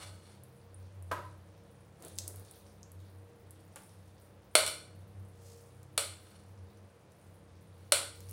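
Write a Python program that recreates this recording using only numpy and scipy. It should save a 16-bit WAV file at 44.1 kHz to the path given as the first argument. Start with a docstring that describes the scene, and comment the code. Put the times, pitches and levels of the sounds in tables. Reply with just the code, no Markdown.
"""Scraping batter into a loaf tin.

A small, live kitchen, heard through one microphone. A spatula knocks and rubs on a glass bowl whose
ring is damped by batter. The sticky mass squelches, smacks and crackles as it is pushed and torn,
and lumps thud into the metal tin. The tiled room answers, and an appliance hums low underneath."""
import sys
import numpy as np
from scipy import signal
from scipy.fft import rfft, irfft, next_fast_len
from scipy.io import wavfile
from scipy.ndimage import uniform_filter1d, map_coordinates

SR = 44100
rng = np.random.default_rng(int(sys.argv[2]) if len(sys.argv) > 2 else 0)


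def unload_audio(sound):
    """Save the sound as a 16-bit wav file, at the path given as the first command line argument."""
    columns = np.transpose(np.atleast_2d(sound))
    # keep every value between -1 and 1, then stretch to whole-number steps
    steps = np.round(np.clip(columns, -1, 1) * 32767)
    wavfile.write(sys.argv[1], SR, steps.astype(np.int16))


N = 366912
TIME, RING_TIME = np.arange(N) / SR, np.arange(SR // 2) / SR

# ringing modes of the batter-damped bowl, plus the microphone's bright peak near 9.5 kHz:
# f/Hz, relative level/dB, t60/s
BOWL_AND_MIC = [(626, -3.5, .14), (1285, -6, 0.26), (1476, -3.5, .22), (2124, -3, .12), (2324, -3.5, .2),
                (2959, -5.5, .1), (3480, -3.5, .16), (4160, -2.5, 0.14), (4400, -1.5, .38),
                (5156, -11, 0.16), (5640, -6, .16), (7960, -7, .15), (9040, -3, .15), (9400, -3.5, .17)]
# spectrum of the hard contact at the microphone: f/Hz, relative level/dB
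CLACK_SPECTRUM = [(120, -34.5), (330, -7), (580, 3.5), (760, -4), (1080, -1.5), (1400, -1), (1720, -8),
                  (2200, -4.5), (4100, -1.5), (5000, -6.5), (6400, -10.5), (7900, -1), (9600, -1.5),
                  (11800, -9.5), (15000, -20.5)]
# spatula on glass; grip and batter shift the lowest wall mode:
# t/s, relative level/dB, tilt/(dB per octave), relative ring/dB, wall mode f/Hz, its relative level/dB
KNOCK_HITS = [(4.5524, -15, -0.36, -11.5, 610.6, -3), (4.663, -35.5, 2.5, -2, 610, -27),
              (4.676, -35, 2, -1.5, 620, -24), (5.9773, -24, 0.8, -20.5, 452, -10),
              (7.921, -18.5, 1, -15.5, 565, -1.5)]
def knocks(wall_t60=.11):
    """The spatula's hard edge clacks on the bowl, which rings briefly out into the room."""
    out = np.zeros(N)
    for s, db, tilt_db, ring_db, wall_hz, wall_db in KNOCK_HITS:
        contact = burst(t60=.02, rise=.001)  # the blade first squeezes through a film of batter
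        clack = blow(colour(contact, lambda hz: along(CLACK_SPECTRUM, hz) + resonances(hz)))
        body = clack + amp(ring_db - 1) * blow(ring(BOWL_AND_MIC))
        body = colour(body, lambda hz: tilt_db * np.log2(np.maximum(hz, 200) / 3000))
        wall = blow(np.sin(2 * np.pi * wall_hz * RING_TIME) * amp(-60 * RING_TIME / wall_t60))
        add(out, s, amp(db + 5) * kitchen(body, wet_db=-1.5))
        add(out, s, amp(db + wall_db) * kitchen(wall, wet_db=-12))
    return low_cut(out, edge_hz=270)


def resonances(hz):
    """Boost in dB of contact noise near the bowl's modes and the microphone's bright peak."""
    peaks = sum(amp(db) ** 2 * np.exp(-((hz - peak_hz) / (55 + .018 * peak_hz)) ** 2)
                for peak_hz, db, _ in BOWL_AND_MIC)
    return 10 * np.log10(1 + 5 * peaks)


# modes of the loaf tin: f/Hz, relative level/dB, t60/s
TIN_MODES = [(335, -5, 0.065), (612, 3, 0.054), (844, -32, 0.062), (1005, 6, 0.046), (1300, 0, 0.058),
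             (1590, -3.5, 0.086), (1820, -7.5, 0.029)]
# spectrum of the wet splash: f/Hz, relative level/dB
SPLASH_SPECTRUM = [(500, 4), (1500, 8.5), (3000, 3.5), (5500, -4), (9000, -6.5), (11000, -3.5),
                   (15500, -12)]
# lumps landing: t/s, level/dB, splash against thud/dB, pitch ratio (a load of batter lowers the modes)
LUMP_DROPS = [(1.113, -28, -6.5, 0.99), (1.118, -23.5, -24, 0.99), (1.182, -46, -17, 1.2),
              (1.236, -50, -16, 1), (3.759, -45, -1, .85)]
def lumps():
    """Soft lumps thud into the tin's sheet metal with a small splash."""
    out = np.zeros(N)
    for s, db, splash_db, ratio in LUMP_DROPS:
        splash = blow(colour(burst(t60=.064, rise=.0034), lambda hz: along(SPLASH_SPECTRUM, hz)))
        thud = blow(ring([(ratio * hz, mode_db, t60) for hz, mode_db, t60 in TIN_MODES]))
        add(out, s, kitchen(amp(db) * (thud + amp(splash_db) * splash), wet_db=-1.5))
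    return out


# the loudest air pockets bursting in the batter: t/s, level/dB, f/Hz, width/octaves
AIR_POCKETS = [(0.436, -51, 10700, .21), (0.7446, -49.5, 9400, .05), (1.025, -53.5, 9900, .2),
               (2.024, -49.5, 8200, 0.55), (2.0496, -44, 9400, .23), (2.083, -48, 9000, .2),
               (2.18, -47, 8000, 1), (2.1863, -29, 6200, 0.41), (2.2788, -33.5, 9700, 0.36),
               (2.3597, -47.5, 10900, 0.45), (2.3966, -50, 13000, 0.4), (2.5117, -46.5, 9800, 0.18),
               (2.8306, -48.5, 6300, 0.21), (2.9178, -51.5, 10000, .22), (3.508, -48.5, 10100, .21),
               (3.759, -43, 8670, 0.17), (5.831, -57, 9100, 0.41), (7.1202, -62, 8056, 0.39),
               (8.2054, -49, 7970, 0.76), (8.2946, -48, 10500, .4), (8.311, -44, 10800, 0.27)]
def smacks():
    """An air pocket snaps open and rings for a few cycles; torn batter fizzes after it."""
    out = np.zeros(N)
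    for s, db, pitch_hz, width in AIR_POCKETS:
        snap = blow(burst(t60=.004))
        fizz = amp(-4) * blow(burst(t60=.035))
        cavity = lambda hz: -20 * np.log10(1 + (np.log2((hz + 1) / pitch_hz) / width) ** 2 / 2)
        add(out, s, kitchen(amp(db) * blow(colour(snap + fizz, cavity)), wet_db=-7))
    return out


# spectrum of the blade rubbing on glass, at the microphone: f/Hz, relative level/dB
RUB_SPECTRUM = [(200, -15), (550, 3), (1200, 4.5), (1800, -3.5), (4300, 1), (6300, -6), (9400, -0.5),
                (12000, -12), (15500, -19.5)]
# rubbing strokes: t/s at full pressure, hold/s, relative level/dB
RUB_STROKES = [(.005, 0.039, -50), (.25, 0.049, -63.5), (2.026, .01, -69), (6.25, 0.12, -64.5),
               (7.8, 0.022, -69), (8.2, 0.016, -67), (8.31, .01, -68)]
def scraping():
    """Tiny slips of the blade excite the bowl's modes; the microphone hears mostly direct sound."""
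    pressure = gestures(RUB_STROKES, rise_db_per_s=300, fall_db_per_s=140)
    slips = rng.standard_normal(N) * amp(2.36 * wobble(160))
    rub = pressure * unit(colour(slips, lambda hz: along(RUB_SPECTRUM, hz) + .8 * resonances(hz)))
    ringing = ring(BOWL_AND_MIC)
    singing = signal.fftconvolve(pressure * unit(slips), ringing / np.linalg.norm(ringing))[:N]
    return kitchen(amp(-2) * rub + amp(-7.5) * singing, wet_db=-11)[:N]


# colour of the wet crackle at the microphone: f/Hz, relative gain/dB
CRACKLE_COLOUR = [(1500, -14.5), (4000, -11.5), (7500, -12.5), (9600, 1.5), (11500, -8), (15500, -2)]
# the blade pulls at the batter, or a lump tears away: t/s at full strength, hold/s, relative level/dB
BATTER_PULLS = [(.02, 0.43, -73), (1.15, 0.037, -65.5), (2.035, 0.034, -55), (2.3, 0.34, -66),
                (3.0, .1, -71), (3.55, .15, -71), (3.78, .04, -67.5), (4.05, 0.09, -72.5), (5.5, .1, -74.5),
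                (6.1, 0.21, -72.5), (7.78, 0.072, -79.5), (8.15, .03, -65.5), (8.31, .01, -56)]
def tearing(count=1600, pop_samples=256):
    """Stretched batter crackles with tiny pops of every size and pitch, more room than direct sound."""
    when, pitch, strength = rng.random((count, 3)).T
    pop_hz = 3500 * 4.3 ** pitch
    pop_gain = amp(-4.5 * np.log(1 - .97 * strength))  # many weak, a few strong
    cycles = pop_hz[:, None] * np.arange(pop_samples) / SR
    grains = pop_gain[:, None] * np.sin(2 * np.pi * cycles) * np.exp(-cycles / 1.5)
    places = (when * (N - pop_samples)).astype(int)[:, None] + np.arange(pop_samples)
    pops = np.bincount(places.ravel(), grains.ravel(), N)
    pulls = gestures(BATTER_PULLS, rise_db_per_s=350, fall_db_per_s=80.5)  # tears fast, relaxes slowly
    stretch = np.hypot(amp(-80.5), amp(-6) * pulls)  # the mass still creeps faintly between pulls
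    crackle = stretch * unit(colour(pops, lambda hz: along(CRACKLE_COLOUR, hz)))
    return kitchen(crackle, wet_db=4)[:N]


# spectrum of the yielding batter: f/Hz, relative level/dB
SQUELCH_SPECTRUM = [(120, -18), (320, -1), (550, 1), (900, -11), (2000, -19), (5000, -33)]
# the blade sinking in: t/s at full depth, hold/s, level/dB
BLADE_PUSHES = [(2.03, 0.0089, -50.5), (2.2, 0.21, -62)]
def pushing():
    """The thick mass gives way at once in soft, low squelches, then settles."""
    lumpy = rng.standard_normal(N) * amp(3.7 * wobble(70))
    depth = gestures(BLADE_PUSHES, rise_db_per_s=600, fall_db_per_s=133)
    return depth * unit(colour(lumpy, lambda hz: along(SQUELCH_SPECTRUM, hz)))


# spectrum of a film of batter being wiped: f/Hz, relative level/dB
FILM_SPECTRUM = [(1500, -20), (3800, -4), (5000, 0.5), (9500, 0), (11500, -8), (15500, -9)]
# wipes with the flat of the blade: t/s at full pressure, hold/s, level/dB
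BLADE_WIPES = [(5.47, 0.041, -62)]
def wiping():
    """Gliding on wet batter, the blade swishes without ringing the glass."""
    film = rng.standard_normal(N) * amp(2 * wobble(200))
    pressure = gestures(BLADE_WIPES, rise_db_per_s=140, fall_db_per_s=71)
    return pressure * unit(colour(film, lambda hz: along(FILM_SPECTRUM, hz)))


# swells of the low drone: t/s, level/dB
DRONE_SWELLS = [(0.0, -48.8), (0.56, -68.5), (0.8, -51.5), (1.12, -49.5), (1.84, -66.5), (2.08, -46),
                (2.32, -54.5), (2.4, -46), (2.8, -65), (2.88, -49.5), (4.0, -64), (4.8, -57), (4.96, -55),
                (5.04, -48.5), (5.2, -43.5), (5.36, -63), (5.52, -55.5), (5.68, -71), (6.0, -52),
                (6.4, -63.5), (6.64, -46.5), (6.8, -60.5), (7.12, -66), (7.76, -51.7), (8.16, -59),
                (8.3, -49)]
# steady lines of the appliance: f/Hz, level/dB, unsteadiness/dB
HUM_LINES = [(64.5, -72, 4.5), (127, -67, 4.5), (162.5, -70, 5), (201.5, -71.5, 4), (314, -75, 4.5),
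             (390.6, -83.5, 4), (469.5, -70, 3.5), (566, -77.5, 3.5)]
# spectrum of the room tone: f/Hz, relative level/dB
ROOM_TONE = [(15, -64), (25, -41.5), (59, -20), (74, -14), (96, -3), (126, -17.5), (205, -9.5), (228, -21),
             (316, -15.5), (414, -19), (473, -15.5), (769, -21.5), (7630, -45), (9460, -52.5),
             (15800, -54.5)]
def hum(drone_hz=93.8, beat_depth=.61, beats_per_s=10):
    """Behind the work, an appliance's wavering drone and weaker lines lie over soft room tone."""
    beating = 1 + beat_depth * (wobble(beats_per_s) + 1j * wobble(beats_per_s))
    phase = 2 * np.pi * drone_hz * TIME + .6 * wobble(8.8)
    drone = level(DRONE_SWELLS) * unit(np.real(beating * np.exp(1j * phase)))
    lines = np.zeros(N)
    for hz, db, sway_db in HUM_LINES:
        sway = amp(sway_db * wobble(4.5))
        drift = np.sqrt(hz / 200) * wobble(6.2)
        lines += amp(db) * unit(sway * np.sin(2 * np.pi * hz * TIME + drift))
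    hiss = amp(-60.5) * unit(colour(rng.standard_normal(N), lambda hz: along(ROOM_TONE, hz)))
    return drone + lines + hiss


# reverberation of the kitchen: f/Hz, t60/s
ROOM_DECAY = [(150, 0.85), (500, 0.41), (1500, 0.46), (4000, 0.44), (9000, 0.4), (15000, 0.31)]
# loss at the walls: f/Hz, relative gain/dB
WALL_LOSS = [(8500, -2.5), (14000, -2.5)]
def kitchen(x, wet_db):
    """At the microphone: the direct sound, then a diffuse tail from the tiled room."""
    hz, t, noise = signal.stft(rng.standard_normal(SR * 3 // 4), SR, nperseg=256)
    decay = amp(along(WALL_LOSS, hz)[:, None] - 60 * t / along(ROOM_DECAY, hz)[:, None])
    tail = signal.istft(noise * decay, SR, nperseg=256)[1]
    tail *= 1 - np.exp(-np.arange(len(tail)) / SR / .0008)  # echoes build up from the worktop outwards
    out = amp(wet_db) * signal.fftconvolve(x, tail / np.linalg.norm(tail))
    out[:len(x)] += x
    return out


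def ring(modes, count=8, spread=.026):
    """Damped clusters of close partials, as when an uneven coat of batter splits a mode."""
    out = np.zeros(len(RING_TIME))
    for hz, db, t60 in modes:
        partials = hz * (1 + spread * rng.uniform(-1, 1, (count, 1)))
        cluster = np.sin(2 * np.pi * (partials * RING_TIME + rng.random((count, 1)))).sum(axis=0)
        out += amp(db) * blow(cluster * amp(-60 * RING_TIME / t60))
    attack = 1 - np.exp(-RING_TIME / .0004)
    return low_cut(out * attack, edge_hz=260)


def burst(t60, rise=.0001):
    """A puff of noise that swells and dies away, equally strong at all pitches."""
    envelope = amp(-60 * RING_TIME / t60) * (1 - np.exp(-RING_TIME / rise))
    puff = rng.standard_normal(len(RING_TIME)) * envelope
    power = uniform_filter1d(np.abs(rfft(puff)) ** 2, size=40)
    bin_hz = np.fft.rfftfreq(len(puff), 1 / SR)
    return colour(puff, lambda hz: -10 * np.log10(np.interp(hz, bin_hz, power)))


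def gestures(rows, rise_db_per_s, fall_db_per_s):
    """Gain per sample of hand movements that each swell, hold and fade."""
    gain = np.zeros(N)
    for s, held, db in rows:
        before, after = np.clip(s - TIME, 0, 1), np.clip(TIME - s - held, 0, 2)
        gain += amp(db - rise_db_per_s * before - fall_db_per_s * after)
    return gain


def low_cut(x, edge_hz):
    """Small objects radiate almost no bass."""
    return signal.sosfilt(signal.butter(3, edge_hz, "highpass", fs=SR, output="sos"), x)


def colour(x, gain_db):
    """Minimum-phase filter with the given dB as a function of frequency."""
    size = 2 * next_fast_len(len(x) // 2 + 4096)
    gain = amp(gain_db(np.fft.rfftfreq(size, 1 / SR)))
    cepstrum = irfft(np.log(np.maximum(gain, 1e-6)))
    cepstrum[1:size // 2] *= 2
    cepstrum[size // 2 + 1:] = 0
    return irfft(rfft(x, size) * np.exp(rfft(cepstrum)))[:len(x)]


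def amp(db):
    """Decibels to gain."""
    return 10 ** (np.asarray(db) / 20)


def unit(x):
    """Scale to rms 1."""
    return x / np.sqrt(np.mean(x ** 2) + 1e-20)


def blow(x):
    """Scale to the energy of two milliseconds at rms 1."""
    return x * np.sqrt(.002 * SR / (np.sum(x ** 2) + 1e-20))


def along(points, hz):
    """Interpolate (f/Hz, value) points on a log axis."""
    point_hz, values = np.transpose(points)
    return np.interp(np.log(hz + 1), np.log(point_hz + 1), values)


def level(rows):
    """Gain per sample from (t/s, level/dB) rows."""
    s, db = np.transpose(rows)
    return amp(np.interp(TIME, s, db))


def wobble(rate):
    """A smooth random curve, rate knots a second."""
    knots = rng.standard_normal(int(N * rate / SR) + 4)
    return map_coordinates(knots, [TIME * rate])


def add(track, s, x):
    """Mix x into the track at time s."""
    part = track[max(round(s * SR), 0):][:len(x)]
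    part += x[:len(part)]


def scene():
    """Bowl, tin, batter and appliance at one microphone."""
    return (knocks() + lumps() + smacks() + scraping() + wiping() + pushing() + tearing() + hum())[None]


def record(dry):
    """The recorder keeps nothing above 15.9 kHz."""
    size = next_fast_len(N + SR // 2)
    passband = np.fft.rfftfreq(size, 1 / SR) < 15900
    return irfft(rfft(dry, size) * passband, size)[..., :N]


dry = scene()
out = record(dry)
unload_audio(out)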